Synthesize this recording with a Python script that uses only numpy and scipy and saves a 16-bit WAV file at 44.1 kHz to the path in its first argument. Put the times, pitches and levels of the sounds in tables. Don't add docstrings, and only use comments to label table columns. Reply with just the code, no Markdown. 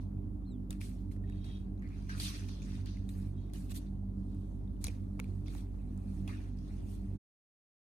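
import sys
import numpy as np
from scipy import signal
from scipy.fft import rfft, irfft, next_fast_len
from scipy.io import wavfile
from scipy.ndimage import uniform_filter1d

SR = 44100
rng = np.random.default_rng(int(sys.argv[2]) if len(sys.argv) > 2 else 0)


def linear_from_db(decibels):
    return 10 ** (np.asarray(decibels, float) / 20)


def bounce(signal):
    frames = np.transpose(np.atleast_2d(signal))
    limited = np.clip(frames, -1, 1)
    pcm = np.round(limited * 32767).astype(np.int16)
    wavfile.write(sys.argv[1], SR, pcm)


N = 349624
TIME = np.arange(N) / SR
FFT_HALF = next_fast_len(N // 2)
HZ = np.maximum(np.arange(FFT_HALF + 1) * SR / 2 / FFT_HALF, 1)


def over_hz(table):
    hz, value = np.transpose(table)
    return np.interp(np.log(HZ), np.log(hz), value)


def colour(x, gain):
    return irfft(rfft(x, 2 * FFT_HALF) * gain)[..., :N]


def resonance(hz, width_hz):
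    return 1j * HZ * width_hz / (hz ** 2 - HZ ** 2 + 1j * HZ * width_hz)


def level(x, db):
    return x * linear_from_db(db) / np.sqrt(np.mean(x ** 2))


def walk(rate):
    hold = int(SR / rate)
    steps = np.repeat(rng.standard_normal(N // hold + 1), hold)
    return level(uniform_filter1d(uniform_filter1d(steps, hold), hold)[:N], 0)


def pair(alike):
    mid, side = rng.standard_normal((2, N))
    mid = colour(mid, np.sqrt(1 + alike))
    side = colour(side, np.sqrt(1 - alike))
    return np.array([mid + side, mid - side]) / np.sqrt(2)


def patches(x, depth_db):
    _, _, z = signal.stft(x, nperseg=256)
    field = uniform_filter1d(rng.standard_normal(z.shape[1:]), size=2, axis=0)
    field = uniform_filter1d(field, size=9, axis=1)
    return signal.istft(z * linear_from_db(depth_db * field / field.std()), nperseg=256)[1][:, :N]


# f/Hz, level/dB per Hz
DRAG = [(700, -33), (1150, -7), (1500, -9), (2300, -12.5), (2800, -11.5), (3400, -27)]
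# f/Hz, level/dB per Hz
CLOTH = [(2200, -17), (2800, -4), (3600, -3), (4400, -6.5), (5400, -2), (6300, -7.5), (7500, -25.5)]
# f/Hz, level/dB per Hz
HAIR = [(5500, -26), (6600, -5.5), (7400, -1.5), (8500, -2.5), (10200, -5.3), (11500, -0.5), (12300, -31)]
# f/Hz, level/dB per Hz
SHEEN = [(11500, -30.5), (12300, 5), (13500, -0.4), (14500, -5), (16300, -11.5)]
# f/Hz, width/Hz, level/dB
BASKET_RIBS = [(1850, 450, -2.5), (2400, 360, -1), (3500, 1100, -8), (4230, 350, 6), (6180, 310, 3),
               (8150, 340, 7.5), (9960, 900, -4.5)]


def rubbing(per_s=2500, smooth_db=2.5, patchy_db=1, folds_db=2.9):
    ribs = 1 + sum(linear_from_db(db) * resonance(hz, width) for hz, width, db in BASKET_RIBS)
    likeness = (0.3, 0.25, 0.69, 0.97)
    out = 0
    for spectrum, gain, alike in zip((DRAG, CLOTH, HAIR, SHEEN), strokes(), likeness):
        when = rng.random(N)
        size = np.minimum(rng.exponential(size=N), 4)
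        slips = (when < per_s / SR) * linear_from_db(3 * size)
        slips = np.convolve(slips, np.exp(-np.arange(120) / 25))[:N]
        noise = pair(alike)
        grain = level(slips * noise, 0) + linear_from_db(smooth_db) * noise[:, ::-1]
        layer = level(colour(grain, ribs * linear_from_db(over_hz(spectrum))), 0)
        out = out + layer * gain * linear_from_db(patchy_db * walk(30))
    return patches(out, folds_db)


# t/s, level/dB, fade/dB per s, weave drag/dB, fine hair/dB
JOLTS = [(.012, -74, 251, -7, -2.5), (.712, -63.5, 276, 1.5, -0.5), (.812, -59, 113, -5, 0),
         (1.118, -70, 350, -1.5, 2), (1.447, -66, 199, 0.5, -4.5), (1.825, -80.5, 100, 4.5, -10.5),
         (2.095, -60, 54.5, 2, -12), (2.203, -50, 55.5, -5.5, -5.5), (2.488, -59, 130, -9, -18.5),
         (2.622, -65, 100, -8, -9), (2.865, -61, 90, -4.5, -12.5), (3.096, -70, 253, 1, 4.5),
         (3.54, -63, 93.5, -4, 1), (4.815, -67.5, 100, -3.5, 2), (4.858, -58.5, 349, -4.5, -4.5),
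         (4.89, -67.5, 136, 0, -5.5), (3.79, -71, 112, -2, -1), (5.205, -75.5, 92.5, 4, -2.5),
         (5.465, -67, 150, -4.5, -12), (6.284, -64, 87, 5.5, -5.5), (6.572, -82.5, 62, -12, -3)]
# peak t/s, level/dB, time to fall 10 dB/s, weave drag/dB, fine hair/dB
STROKES = [(1.37, -79.5, 0.12, 4, -6.5), (1.539, -74.5, 0.14, -0.5, -6), (1.94, -78.5, 0.13, 5.5, -10.5),
           (2.05, -72.5, 0.13, -6, -6.5), (2.25, -49, 0.0678, -9, -2.5), (3.44, -82.5, 0.17, -2.5, -6),
           (2.73, -65.5, 0.11, 0, -6), (3.19, -73, -0.12, 0, 2.5), (3.765, -57.5, 0.0217, -3, 4),
           (3.715, -59.5, 0.0144, -1.5, 3), (2.36, -60, 0.07, -6, -5), (6.4, -74, 0.12, 2.5, -4.5),
           (4.38, -83, 0.25, -13, 1), (4.75, -88, 1.2, -13, -5.5), (5.32, -84, 0.3, -1, 3),
           (5.56, -66, 0.07, -1, 1), (5.95, -85, 0.5, 4.5, 3), (6.17, -76.5, 0.17, -1.5, 1.5),
           (6.733, -73, 0.15, -2, -5), (6.92, -71.5, 0.07, -7, 3), (7.12, -83, 0.63, 4.5, 1.5)]
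# level/dB, weave drag/dB, fine hair/dB
STIR = (-94, 0, 1.7)


def strokes(jolt_db_per_s=1800, sheen_db=-7, steepen=2.0):
    step = 16
    t = TIME[::step]
    shapes = [STIR]
    for s, db, fade, *mix in JOLTS:
        fall_db = np.where(t < s, jolt_db_per_s * (s - t), fade * (t - s))
        shapes.append((db - fall_db, *mix))
    for s, db, half, *mix in STROKES:
        shapes.append((db - 10 * ((t - s) / half) ** 2, *mix))
    power = 0
    for db, drag_db, hair_db in shapes:
        top_db = sheen_db + steepen * min(hair_db, 4) + 0.22 * (np.max(db) + 66.5)
        mix = linear_from_db(2 * np.array([drag_db, 0, hair_db, top_db]))
        power = power + mix[:, None] * linear_from_db(2 * db)
    return np.repeat(np.sqrt(power), step, axis=1)[:, :N]


# t/s, peak level/dB, ring f/Hz, bright crack/dB
TICKS = [(0.7266, -48, 2680, 0), (0.807, -51, 2430, -9.5), (0.8125, -41, 2350, -13.5),
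         (1.1123, -57.5, 2080, -18), (1.1628, -54, 1770, -17), (2.1783, -47.5, 2500, -8.5),
         (2.1988, -30, 4420, -16.5), (2.2314, -43, 3780, -10), (2.4851, -49.5, 2450, -13),
         (2.6183, -50.5, 2400, -10), (2.8583, -47, 4460, -4), (3.0898, -46, 3860, -3),
         (3.5343, -47.5, 4170, 8.5), (4.8408, -35, 4800, 13.5), (4.8474, -35.5, 4140, -4),
         (4.8554, -49, 2623, 0), (4.8672, -33.5, 3980, -2), (4.8813, -37, 2470, -9.5),
         (5.4803, -48, 2150, -13.5), (6.681, -66, 3330, -6.5), (6.279, -46.5, 3300, -15),
         (.1765, -69, 2610, -10), (1.794, -66.5, 6400, -13), (1.887, -64.5, 7000, -6),
         (2.3654, -48, 5700, -3.5), (3.695, -54, 4000, -10), (3.708, -54.5, 3500, -5),
         (4.8415, -37.5, 6200, -8), (5.459, -58, 2580, -4), (5.4805, -52, 3600, -13),
         (5.549, -53, 4000, -6), (5.503, -58, 8500, -2), (5.5799, -53, 4000, -6), (5.606, -57.5, 3400, -8),
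         (5.545, -56, 10000, -4), (6.571, -66, 5100, -12)]
# t/s, peak level/dB, ring f/Hz, bright crack/dB, thud/dB
PAWS = [(0.7054, -38, 3770, 5.5, -12), (1.1224, -59, 1640, -1.5, 2.5), (1.3223, -57.5, 2680, -14, -3),
        (1.443, -51.5, 4330, -16.5, -5), (2.0225, -61, 4700, -6, -1), (2.0676, -59.5, 2360, -2.5, 1),
        (2.4914, -49, 4320, -18.5, 5.5), (3.4978, -60.5, 2040, -12, -8), (3.718, -46, 3960, -4.5, -5),
        (4.3459, -61.5, 1600, 4.5, 2), (5.1922, -43, 2200, -17.5, 7), (5.241, -52, 2363, -4, -3.5),
        (5.5487, -50, 1650, -2, 10), (5.975, -65, 1850, 12, -3), (6.276, -41.5, 2565, -6.5, 1.5),
        (6.29, -50, 2600, -12.5, 6)]
# t/s, peak level/dB, ring f/Hz, bright crack/dB, ring/ms
KNOCKS = [
    (1.237, -61.5, 1850, -21, 11),
    (1.2965, -54.5, 1800, -6.5, 4.7),
    (1.8212, -53, 1890, -18, 5),
    (2.0925, -44.5, 1590, -17, 25),
    (2.969, -54, 2070, -7, 2.1),
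    (5.198, -28, 2280, -11.5, 0.86),
]
# t/s, peak level/dB, ring f/Hz, bright crack/dB
PINGS = [
    (1.7766, -68, 4040, -7.5),
    (1.8738, -64, 4460, -12),
    (4.6757, -67, 3670, -9),
    (4.7648, -71, 2970, -8.5),
    (4.876, -47, 10360, -5),
    (6.587, -60, 5060, -6),
]
RIB_MS, THREAD_MS, LIGHT_THUD_DB = 1.6, 2.4, -21.5


def claws(late_ms=1.3, crack=0.54, thud_ms=1.6, rise_ms=0.4, ring_db=3, spread_db=-5, crack_db=3, thud_db=-3):
    size = 1600
    t = np.arange(size) / SR * 1000
    blows = [(*b, LIGHT_THUD_DB, RIB_MS) for b in TICKS]
    blows += [(*b, RIB_MS) for b in PAWS]
    blows += [(*b[:4], LIGHT_THUD_DB, b[4]) for b in KNOCKS]
    blows += [(*b, LIGHT_THUD_DB, THREAD_MS) for b in PINGS]
    ring, scrape, snap, thud = layers = np.zeros((4, 2, N))
    chance = rng.standard_normal((len(blows), 5, size))
    for (s, db, hz, bright_db, low_db, ring_ms), (both, *own) in zip(blows, chance):
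        i = int((s + late_ms / 1000) * SR)
        here = np.s_[:, i:i + size]
        gain = linear_from_db(db) * (1 - np.exp(-t / rise_ms))
        noise = np.sign(both) + 0.78 * np.array(own[:2])
        side = np.array(own[2:])[:, :1]
        contact_ms = min(ring_ms, 1.8)
        sharp_db = 0.47 * max(bright_db + 6, 0)
        tone = np.sin(2 * np.pi * hz * t / 1000 + 0.33 * side) * np.exp(-t / ring_ms)
        ring[here] += gain * linear_from_db(ring_db - sharp_db) * tone
        scrape_db = spread_db + 0.2 * sharp_db + min(bright_db + 12.5, 0)
        scrape[here] += gain * linear_from_db(scrape_db) * noise * np.exp(-t / contact_ms)
        snap[here] += gain * linear_from_db(bright_db + crack_db) * noise * np.exp(-t / (crack * contact_ms))
        thud[here] += gain * linear_from_db(low_db + thud_db) * noise * np.exp(-t / thud_ms)
    bands = 1, 2 * resonance(2000, 4500), resonance(8000, 8000) ** 2, 3 * resonance(810, 1100) ** 2
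    return sum(colour(x, band) for x, band in zip(layers, bands))


# t/s, length/s, rms level/dB, start f/Hz, end f/Hz
RUBS = [(.812, .05, -67, 2360, 2280), (1.826, .06, -67, 1950, 1980), (1.9, .07, -69.5, 2000, 2600),
        (2.095, .1, -61, 1550, 1394), (2.1, .08, -63, 4500, 4560), (2.2, .09, -52, 4500, 4200),
        (2.21, .09, -57, 2610, 3100), (2.49, .07, -66, 4280, 4380), (2.62, .05, -66, 6500, 6300),
        (3.69, .03, -67.5, 2595, 2500), (4.845, .05, -56, 5720, 5600), (4.885, 0.028, -63, 2400, 2300),
        (5.47, .06, -66, 3900, 4000), (6.288, .06, -62, 2100, 2500), (6.29, .045, -61, 1100, 1320),
        (6.57, 0.088, -77.5, 5300, 5500), (3.86, 0.036, -77, 3900, 4000), (2.865, .09, -68, 4400, 4300)]
RUB_WIDTH, RUB_RISE_S = 0.17, 0.005


def rubs(alike=0.7, grain_db=3):
    out = np.zeros((2, N))
    size = 8000
    t = np.arange(size) / SR
    for (s, length, db, from_hz, to_hz), chance in zip(RUBS, rng.standard_normal((len(RUBS), 7, size))):
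        part = np.clip(t / length, 0, 1)
        smear = np.hanning(int(SR / (RUB_WIDTH * from_hz)) + 2)
        smear = smear / np.sqrt(np.sum(smear ** 2))
        slow = signal.fftconvolve(chance, smear[None], mode="same", axes=1)
        a = np.sqrt(alike) * slow[0] + np.sqrt(1 - alike) * slow[1:3]
        b = np.sqrt(alike) * slow[3] + np.sqrt(1 - alike) * slow[4:6]
        phase = 2 * np.pi * np.cumsum(from_hz + (to_hz - from_hz) * part) / SR
        shape = np.minimum(t / RUB_RISE_S, 1) * np.sqrt(1 - part ** 2)
        shape = shape * linear_from_db(db + grain_db * uniform_filter1d(slow[6], size=150))
        i = int(s * SR)
        out[:, i:i + size] += shape * (a * np.cos(phase) + b * np.sin(phase))
    return out


# t/s, peak level/dB, f/Hz, decay/ms
BUMPS = [
    (4.846, -29.5, 78.7, 22),
    (4.881, -45, 473, 7),
    (5.199, -44, 501, 5.2),
    (5.199, -45.5, 1340, 2.1),
    (6.3, -60.5, 1110, 12),
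]


def bumps():
    out = np.zeros(N)
    for s, db, hz, decay_ms in BUMPS:
        t = np.maximum(TIME - s, 0)
        out += linear_from_db(db) * np.sin(2 * np.pi * hz * t) * np.exp(-t * 1000 / decay_ms)
    return out


# t/s, level/dB
WHEEZE = [
    [(1.23, -88), (1.3, -71), (1.414, -70.5), (1.482, -60.5), (1.564, -62.5), (1.65, -82)],
    [(3.33, -92), (3.38, -75), (3.46, -78), (3.5, -80.5)],
    [(4.28, -81), (4.294, -83), (4.5, -87)],
]
# f/Hz, width/Hz, level/dB
NOSE = [(2620, 220, -13), (3240, 320, -3.5), (3797, 150, 1), (4270, 110, -12)]
# t/s, f/Hz, level/dB, octave level/dB
SQUEAK = [(.44, 2800, -100, -110), (.452, 3680, -82, -105), (.465, 4300, -79.5, -99), (.48, 4100, -72, -95),
          (0.498, 4180, -76, -89), (0.521, 3820, -73, -75), (.545, 3500, -80, -100),
          (.565, 3210, -88, -110), (.605, 2670, -99, -110)]


def nose(share_db=-2):
    passages = sum(linear_from_db(db) * resonance(hz, width) ** 2 for hz, width, db in NOSE)
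    flow = sum(linear_from_db(np.interp(TIME, *np.transpose(b), left=-200, right=-200)) for b in WHEEZE)
    breath = flow * level(colour(pair(0.94), passages), share_db)
    s, hz, db, octave_db = np.transpose(SQUEAK)
    phase = 2 * np.pi * np.cumsum(np.interp(TIME, s, hz)) / SR
    on = (TIME > s[0]) & (TIME < s[-1])
    whistle = linear_from_db(np.interp(TIME, s, db)) * np.sin(phase)
    whistle += linear_from_db(np.interp(TIME, s, octave_db)) * np.sin(2 * phase)
    return breath, np.sqrt(2) * on * whistle


# rotor multiple, pull multiple, rms level/dB, left minus right/dB
HUM = [(1, 0, -43, -1.5), (2, 0, -48, -2.5), (3, 0, -59.5, -2.5), (4, 0, -55, -0.5), (5, 0, -67.5, -4.5),
       (8, 0, -74, 4.5), (0, 1, -59, -7.5), (0, 2, -57.5, -1.1), (0, 3, -62.5, 1), (1, 2, -62.5, -0.5),
       (3, 1, -65.5, -1.5), (2, 1, -70.5, -2.5), (2, 2, -69, 2), (-1, 3, -70, -2.5), (2, 3, -79, 2.1),
       (4, 2, -79, -0.1)]
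# multiple, rms level/dB, left minus right/dB
FAN_HUM = [(4, -56, 0.7), (6, -65.5, -5), (7, -74, -5)]
PUMP_HUM = [(1, -60.5, -5.5), (2, -53.5, -3.5), (3, -68, 3)]
PIPE_HUM = [(1, -52, -2.5)]
FAN_SECOND_HUM = [(1, -56.5, -5.5)]
BELT_HUM = [(1, -64, -1.5)]
# rate f/Hz, a moment when the partials crest together t/s
ROTOR, MAINS = (48.383, 3.5604), (99.941, 3.5556)
FAN, PUMP, PIPE = (47.878, 3.5592), (96.281, 3.5530), (85.808, 3.5612)
FAN_SECOND, BELT = (95.77, 3.5634), (146.67, 3.5581)
WAVER_DB, WAVER_RAD = 0.5, 0.04
MIXED_LEAD = 0.38


def turns(part):
    rate_hz, crest_s = part
    return rate_hz * (TIME - crest_s)


def compressor():
    lines = []
    for r, m, db, lean_db in HUM:
        lead = MIXED_LEAD * (r * m != 0)
        lines.append((r * ROTOR[0] + m * MAINS[0], r * turns(ROTOR) + m * turns(MAINS) + lead, db, lean_db))
    neighbours = ((FAN, FAN_HUM), (PUMP, PUMP_HUM), (PIPE, PIPE_HUM), (FAN_SECOND, FAN_SECOND_HUM), (BELT, BELT_HUM))
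    for part, table in neighbours:
        lines += [(k * part[0], k * turns(part), db, lean_db) for k, db, lean_db in table]
    shake, slip, out = walk(7), walk(3), 0
    for k, (hz, cycles, db, lean_db) in enumerate(lines):
        own = k * N // len(lines)
        tone = np.cos(2 * np.pi * cycles + WAVER_RAD * hz / 50 * np.roll(slip, own))
        tone = tone * linear_from_db(db + WAVER_DB * hz / 50 * np.roll(shake, own))
        out = out + np.sqrt(2) * tone * linear_from_db(np.array([[lean_db], [-lean_db]]) / 2)
    return out


# f/Hz, level/dB per Hz
ROOM = [(34, -45.5), (44, -5.5), (101, -7.5), (140, -13), (199, -10.5), (290, -14.5), (444, -27),
        (680, -28.5), (1100, -37), (1600, -48), (2600, -56), (6000, -62.5), (10200, -62.5), (15000, -68.5)]
# f/Hz, width/Hz, rms level/dB
ROOM_MODES = [(72.4, 8.1, -57.5), (88, 6, -60), (94.14, 3.3, -55), (104.4, 11, -60.5), (141.7, 7, -60.5),
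              (186, 7.5, -58), (211.8, 6.4, -64), (249.9, 9, -59), (268.8, 3.3, -63), (297.5, 14, -60.5),
              (348.5, 20, -70), (399.7, 8.9, -71.5)]
# f/Hz, likeness -1..1
ALIKE = [(60, 0.85), (200, .93), (350, 0.36), (600, -0.031), (1400, -.15), (4000, .03)]
# f/Hz, left minus right/dB
ROOM_LEAN = [(60, -7), (250, -1.5), (500, 1.5), (3000, 1.5), (9000, -1.5)]
ROOM_DB = -50.5


def room():
    alike = over_hz(ALIKE)
    lean = linear_from_db(over_hz(ROOM_LEAN) * np.array([[0.5], [-0.5]]))
    air = level(colour(pair(alike), linear_from_db(over_hz(ROOM)) * lean), ROOM_DB)
    air = air * linear_from_db(0.56 * walk(3.6))
    tuned = 0
    for hz, width, db in ROOM_MODES:
        tuned = tuned + linear_from_db(db) * abs(resonance(hz, width)) ** 2 / np.sqrt(np.pi / 2 * width / SR)
    return patches(air, 2.0) + colour(pair(alike), tuned * lean)


# f/Hz, right port late/ms
PORT_LAG = [(500, 0.097), (3000, 0.45), (6500, -0.3134), (16000, -.295)]


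def ports(x):
    late_s = over_hz(PORT_LAG) / 1000
    return np.array([x[0], colour(x[1], np.exp(-2j * np.pi * HZ * late_s))])


# from f/Hz, to f/Hz, share of blocks kept anyway 0-1
HOLES = [(11150, 11450, .5), (11450, 11750, .12), (11750, 12100, .02), (12100, 12450, .15),
         (14250, 14600, .7), (14600, 15300, .01), (15300, 16000, .01), (16000, 17000, .001)]


def thin_out(x, attack_db=9, loud_db=-86, lag=2600):
    power = np.mean(colour(x, HZ > 2000) ** 2, axis=0) + 1e-18
    rise = uniform_filter1d(power, size=128) / uniform_filter1d(power, size=2048, origin=900)
    attack = uniform_filter1d(1.0 * (rise > linear_from_db(2 * attack_db)), size=400) > 1e-6
    for lo, hi, kept in HOLES:
        band = colour(x, (HZ > lo) & (HZ < hi))
        near = uniform_filter1d(band[0] ** 2, size=2048)
        swelling = near > 1.6 * np.roll(near, lag)
        loud = (lo == HOLES[-2][0]) & (near > linear_from_db(2 * loud_db)) & swelling
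        lucky = np.repeat(rng.random(N // 1024 + 1) < kept, 1024)[:N]
        x = x - band * (1 - uniform_filter1d(1.0 * (attack | loud | lucky), size=400))
    return x


def scene():
    breath, whistle = nose()
    ticks = claws()
    t = np.arange(4000) / SR
    basket = rng.standard_normal((2, 4000)) * linear_from_db(-60 * t / 0.018 - 40.5)
    echo = signal.fftconvolve(ticks, basket, axes=1)[:, :N]
    near = ports(rubbing() + rubs() + ticks + breath)
    return near + echo + bumps() + whistle + compressor() + room()


def band_limit(x):
    return signal.sosfilt(signal.butter(12, 16500, fs=SR, output="sos"), x)


# f/Hz, level/dB
TOP_COLOUR = [(40, -0.5), (11000, 0.5), (11950, -8.5), (13000, 0), (14300, -3.5), (14900, -9.5), (15600, -3),
              (16000, -4), (16600, -30)]
END_S, FADE_S = 7.182, 0.034


def record(dry):
    hiss = level(colour(pair(0.1), resonance(13000, 6000) ** 2), -84.5)
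    heard = thin_out(colour(dry + hiss, linear_from_db(over_hz(TOP_COLOUR))))
    fade_out = np.sin(np.pi / 2 * np.clip((END_S - TIME) / FADE_S, 0, 1)) ** 2
    fade_in = np.clip(TIME * SR / 8, 0, 1)
    return band_limit(heard * fade_out * fade_in)


dry = scene()
out = record(dry)
bounce(out)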